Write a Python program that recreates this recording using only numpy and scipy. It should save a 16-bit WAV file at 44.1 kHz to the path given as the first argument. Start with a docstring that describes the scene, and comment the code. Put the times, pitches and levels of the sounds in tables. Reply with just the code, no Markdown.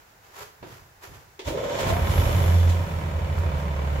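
"""A diesel engine starts under the floor of an empty railcar, heard from between the seats.
Someone shuffles and steps on the hollow floor at the far end. A solenoid clacks, the starter
gears whine and air hisses in short puffs. The engine catches with uneven thumps, overshoots and
makes the carriage boom, then settles to an idle: a low exhaust note under knocks that ring
the casing and floor panels."""
import sys
import numpy as np
from scipy import signal
from scipy.fft import rfft, irfft
from scipy.io import wavfile

SR = 44100
rng = np.random.default_rng(int(sys.argv[2]) if len(sys.argv) > 2 else 0)


def waveform_to_disk(signal):
    """Save audio, clipped to [-1, 1], as 16-bit WAV at the path in sys.argv[1]."""
    frames = np.transpose(np.atleast_2d(signal))
    scaled = np.clip(frames, -1, 1) * 32767
    samples = np.round(scaled).astype(np.int16)
    wavfile.write(sys.argv[1], SR, samples)


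N = 176400
T, HZ = np.arange(N) / SR, np.fft.rfftfreq(N, 1 / SR)


def amp(db):
    """Decibels to gain."""
    return 10 ** (np.asarray(db) / 20)


def unit(x):
    """Scales to rms 1."""
    return x / np.sqrt(np.mean(x ** 2) + 1e-20)


def curve(table, column=1):
    """One column of a time table, at every sample."""
    rows = np.array(table)
    return np.interp(T, rows[:, 0], rows[:, column])


def level(table, column=1):
    """A fader ride from a dB column, silent before its first row."""
    return amp(curve(table, column)) * (T > table[0][0])


def spectrum(points):
    """An EQ curve: gain at every frequency."""
    hz, db = np.transpose(points)
    return amp(np.interp(np.log(HZ + 1), np.log(hz), db))


def colour(x, gain):
    """Filters, keeping the power of white noise."""
    return irfft(rfft(x) * unit(gain), N)


def noise():
    """White noise, as a mid and a side signal."""
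    return rng.standard_normal((2, N))


def drift(hz):
    """Random wandering up to about the given rate."""
    return unit(irfft(rfft(rng.standard_normal(N)) * np.exp(-(HZ / hz) ** 2), N))


def swell(peak_s, rise, fall):
    """Rounded attack up to a peak, then an exponential decay."""
    return np.exp(-(np.minimum(T - peak_s, 0) / rise) ** 2 - np.maximum(T - peak_s, 0) / fall)


def band(hz, width_hz):
    """Noise in one resonance."""
    return colour(noise(), 1 / (1 + ((HZ - hz) / width_hz) ** 2))


def carriage(x, t60_s=0.41, wet_db=-5):
    """Adds the short reverb tail of the upholstered saloon."""
    t = T[:SR // 2]
    tail = rng.standard_normal((2, len(t))) * amp(-60 * t / t60_s) * (t > .004)
    wet = signal.fftconvolve(x, tail / np.linalg.norm(tail[0]), axes=1)[:, :N]
    return (x + amp(wet_db) * wet) / np.hypot(1, amp(wet_db))


def room_tone(level_db=-57.5):
    """The faint, steady noise bed of the empty carriage."""
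    # room tone EQ: f/Hz, level/dB
    bed_eq = [(15, -36), (25, -2), (91, 2.5), (233, -10), (871, -5), (1110, -10), (1660, -7.5),
              (3170, -18.5), (7300, -19), (8350, -26.5), (15500, -20)]
    return amp(level_db) * colour(noise(), spectrum(bed_eq))


def walker(grain_db=2.0):
    """Shoes and clothing rub in grainy scuffs; heels knock and the hollow floor thuds."""
    # scuffs: t/s, rise/s, fall/s, level/dB
    scuffs = [(.005, .01, 0.029, -57), (.115, .04, 0.02, -64), (.26, 0.034, 0.13, -57),
              (.385, 0.04, 0.034, -45), (0.429, 0.033, 0.025, -44.5), (0.724, 0.069, 0.076, -49.5),
              (1.051, 0.027, 0.024, -42.5), (1.16, 0.044, 0.077, -52), (3.39, .025, 0.034, -46),
              (3.59, 0.039, 0.046, -49.5)]
    # footfalls: t/s, heel level/dB, thud level/dB
    steps = [(.41, -70, -55), (0.629, -38, -48), (.725, -62, -52), (1.095, -56, -44.5)]
    # EQs of scuff, heel and floor thud: f/Hz, level/dB
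    scuff_eq = [(120, -16), (250, -13), (400, 4.5), (600, -1.5), (900, 0), (1400, -2.5), (2200, -6),
                (4000, -12), (7300, -12.5), (8500, -22), (13000, -14), (15500, -23)]
    heel_eq = [(80, -17), (200, -8), (340, 2), (480, -3.5), (700, -10), (1500, -18), (4500, -28.5),
               (9000, -48)]
    thud_eq = [(20, -24), (50, -8), (75, 3), (150, 0.5), (230, -16.5), (500, -18), (1500, -63)]
    rub = sum(amp(db) * swell(s, rise, fall) for s, rise, fall, db in scuffs)
    rub *= amp(grain_db * drift(120))
    heels = sum(amp(db) * swell(s, 0.0024, 0.034) for s, db, _ in steps)
    thuds = sum(amp(db) * swell(s, 0.016, 0.098) for s, _, db in steps)
    shoes = colour(noise() * rub, spectrum(scuff_eq)) + colour(noise() * heels, spectrum(heel_eq))
    return carriage(shoes) + thuds * colour(noise(), spectrum(thud_eq))


def solenoid(at_s=1.393, level_db=-36.5):
    """The starter solenoid pulls in with one sharp clack."""
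    # clack EQ: f/Hz, level/dB
    clack_eq = [(150, -25), (300, -2), (400, 7), (600, -10), (900, -6), (1400, -14), (2250, -10),
                (3300, -9), (5000, -16), (7000, -20), (9000, -32), (15000, -36)]
    burst = noise() * amp(level_db) * swell(at_s, rise=0.0006, fall=0.023)
    return carriage(colour(burst, spectrum(clack_eq)))


def clatter(firings, decay_periods=0.31, scatter_db=-1.5):
    """A knock at each firing rings the casing and floor panels, over a rumble."""
    # engine noise faders: t/s, rumble level/dB, body level/dB, treble level/dB
    faders = [(1.42, -78, -72, -77), (1.455, -55, -41, -47.5), (1.48, -35.5, -38, -51),
              (1.57, -40, -38.5, -52.5), (1.74, -39.5, -33.5, -44.5), (1.8, -36, -30.5, -44),
              (1.9, -26, -28, -45.5), (1.98, -29.5, -32, -51), (2.2, -26.5, -31, -44),
              (2.42, -25, -31.5, -46.5), (2.6, -32.5, -35, -47), (2.85, -33, -37, -55),
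              (3.2, -37.5, -38.5, -57.5), (3.5, -37, -37, -57.5), (3.7, -38.5, -37.5, -57.5),
              (4, -36.5, -36.5, -55.5)]
    # EQs of those three layers: f/Hz, level/dB
    rumble_eq = [(15, -37), (30, -12), (46, 4), (65, -1.5), (100, 0.5), (135, -0.5), (180, -3), (240, -24),
                 (400, -43.5)]
    body_eq = [(100, -22), (230, 0), (380, 0.5), (600, -2.5), (760, -3.5), (1050, -7.5), (1400, -8),
               (2400, -11.5), (3400, -23), (4500, -24), (8000, -64)]
    treble_eq = [(1500, -27), (3200, 9), (4500, -1), (7300, 2.5), (8300, -10.5), (10000, -15), (12000, -4),
                 (15500, -23)]
    # floor and casing resonances: f/Hz, width/Hz, lift/dB
    panels = [(437, 16, 4.5), (524.5, 25, 10), (576.5, 24, 10.5), (652, 21, 7.5), (943, 74, 8.5),
              (1050, 35, 8), (1297, 19, 4), (2310, 40, 5), (3010, 44, 8.5), (3180, 40, -4), (3506, 39, 9.5),
              (5480, 34, 11.5)]
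    strength = amp(scatter_db * rng.standard_normal(400))[firings.astype(int)]
    knocks = unit(1 + strength * np.exp(-(firings % 1) / decay_periods))  # 1: the bed between knocks
    soft_knocks = (knocks + 0.76) / 1.54
    ring = amp(sum(db / (1 + (2 * (HZ - hz) / width) ** 2) for hz, width, db in panels))
    body = level(faders, column=2) * colour(noise() * knocks, spectrum(body_eq) * ring)
    treble = level(faders, column=3) * colour(noise() * soft_knocks, spectrum(treble_eq) * ring)
    rumble = level(faders) * colour(noise(), spectrum(rumble_eq))
    return body + treble + rumble


def whine(glide, width_hz, flutter_hz, depth, octave_db):
    """A rough gear tone that flutters as the teeth take load, in mid and side."""
    phase = 2 * np.pi * np.cumsum(curve(glide)) / SR
    partials = np.cos(phase), np.sin(phase), amp(octave_db) * np.sin(2 * phase)
    tone = np.array([sum(drift(width_hz) * partial for partial in partials) for _ in range(2)])
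    flutter = 1 + depth * np.sin(2 * np.pi * flutter_hz * T)
    return tone * level(glide, column=2) * flutter


def starter():
    """The gears spin up and ring the floor; a second whine falls as the engine catches."""
    # rising and falling whines: t/s, f/Hz, level/dB
    spin_up = [(1.45, 240, -68), (1.48, 280, -43.5), (1.56, 410, -32), (1.62, 510, -32.5), (1.7, 575, -41),
               (1.82, 620, -41.5), (1.94, 690, -32.5), (2.02, 700, -44), (2.1, 700, -85)]
    run_down = [(1.65, 566, -70), (1.74, 541.8, -36), (1.83, 427, -39.5), (1.92, 333, -43), (2, 283.6, -75)]
    # floor ringing under the starter: t/s, level/dB
    floor_ring = [(1.45, -70), (1.48, -32), (1.54, -37), (1.65, -32.5), (1.8, -37), (2, -57)]
    rising = whine(spin_up, width_hz=52, flutter_hz=47.8, depth=0.34, octave_db=-28)
    falling = whine(run_down, width_hz=27, flutter_hz=48, depth=.3, octave_db=-32)
    return rising + falling + level(floor_ring) * band(hz=549, width_hz=80)


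def exhaust(firings):
    """The exhaust note: low orders of the firing rate, each wavering a little."""
    # exhaust fader: t/s, level/dB
    fader = [(1.45, -72), (1.8, -52), (1.95, -39), (2.35, -36.5), (2.6, -35.5), (2.9, -29.5), (3.3, -26),
             (4, -24.5)]
    # partials: multiple of the firing rate, relative level/dB
    orders = [(1, -22), (2, -2.5), (3, -26.5), (3.667, -15.5), (4, -14), (4.667, -19), (5.333, -21.5)]
    note = np.zeros(N)
    for order, db in orders:
        waver = 1 + 0.13 * drift(11)
        phase = order * (2 * np.pi * firings + 0.074 * drift(5.3))
        note += amp(db) * waver * np.sin(phase)
    return np.sqrt(2) * level(fader) * note


def jolts(rise_s=0.013, fall_s=0.018):
    """The engine turns over and catches; each jolt shakes the floor for a few cycles."""
    # heavy thumps: t/s, f/Hz, peak level/dB
    thumps = [(1.474, 74, -28), (1.875, 87, -23), (1.936, 88, -20.5), (2.027, 78.1, -17),
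              (2.105, 86, -11.5), (2.195, 86, -11.5), (2.267, 73.5, -14), (2.358, 94.64, -13.5),
              (2.422, 94.84, -20)]
    return sum(amp(db) * swell(s, rise_s, fall_s) * np.cos(2 * np.pi * hz * (T - s))
               for s, hz, db in thumps)


def air():
    """Air hisses in short puffs and a thin, high whistle."""
    # puffs: t/s, rise/s, fall/s, level/dB
    puffs = [(1.485, 0.018, 0.042, -39.5), (1.81, 0.027, 0.038, -37.5), (1.9, .03, 0.029, -40),
             (2.115, 0.015, 0.027, -40.5), (2.695, .004, 0.042, -41.5)]
    # puff EQ: f/Hz, level/dB
    puff_eq = [(800, -25), (2200, 2), (3500, 1.5), (5000, -4), (7300, -3), (8500, -10.5), (15000, -11.5)]
    # whistle fader: t/s, level/dB
    whistle = [(1.8, -73), (1.93, -49), (2.02, -54.5), (2.17, -44), (2.3, -49.5), (2.48, -50), (2.75, -60),
               (2.95, -74), (3.1, -85)]
    bursts = sum(amp(db) * swell(s, rise, fall) for s, rise, fall, db in puffs)
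    return colour(noise() * bursts, spectrum(puff_eq)) + level(whistle) * band(hz=11580, width_hz=650)


def boom(octave_db=-25):
    """The carriage booms with a nearly pure low drone that beats against the exhaust note."""
    # drone: t/s, f/Hz, level/dB
    drone = [(1.8, 85.84, -60), (1.92, 86.06, -34.5), (2.4, 85.7, -26), (2.5, 86.3, -16.5),
             (2.7, 85.6, -16.5), (2.79, 86.92, -24), (2.86, 90.08, -34), (3.05, 89.54, -34.5),
             (3.3, 86.8, -28.5), (3.45, 85.58, -24), (3.56, 85.2, -37), (4, 86, -69)]
    phase = 2 * np.pi * np.cumsum(curve(drone)) / SR
    octave = amp(octave_db) * np.sin(2 * phase + 0.45 * drift(6.2))
    return np.sqrt(2) * level(drone, column=2) * (np.sin(phase) + octave)


def scene():
    """Mixes in mid and side, then spreads to left and right; the deep tones are mid only."""
    # engine speed: t/s, firing rate/Hz
    speed = [(1.46, 6.1), (1.6, 14.9), (1.8, 24), (1.95, 32.3), (2.15, 48.8), (2.3, 55.8), (2.4, 53.3),
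             (2.6, 44.7), (2.85, 41), (3.05, 40.4), (3.2, 37), (4, 36)]
    # stereo width: f/Hz, side minus mid level/dB
    width = [(40, -18), (90, -12), (170, -16), (280, -6.5), (550, -4.5), (1000, 2), (2000, 0), (12000, 0)]
    # stereo balance: f/Hz, left minus right level/dB
    balance = [(40, -2.5), (150, -2.2), (550, 0), (1000, -1.6), (2000, -1), (4500, -1.6), (12000, -0.7)]
    firings = np.cumsum(curve(speed)) / SR  # running count
    mid, side = room_tone() + walker() + solenoid() + clatter(firings) + starter() + air()
    mid = rfft(mid + exhaust(firings) + jolts() + boom())
    side = rfft(side) * spectrum(width)
    lean = np.sqrt(spectrum(balance))
    return irfft(np.array([(mid + side) * lean, (mid - side) / lean]), N)


def record(dry):
    """A steep high cut takes off the very top."""
    high_cut = signal.firwin(801, 15800, window=("kaiser", 9), fs=SR)
    return signal.oaconvolve(dry, high_cut[None], "same")


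dry = scene()
out = record(dry)
waveform_to_disk(out)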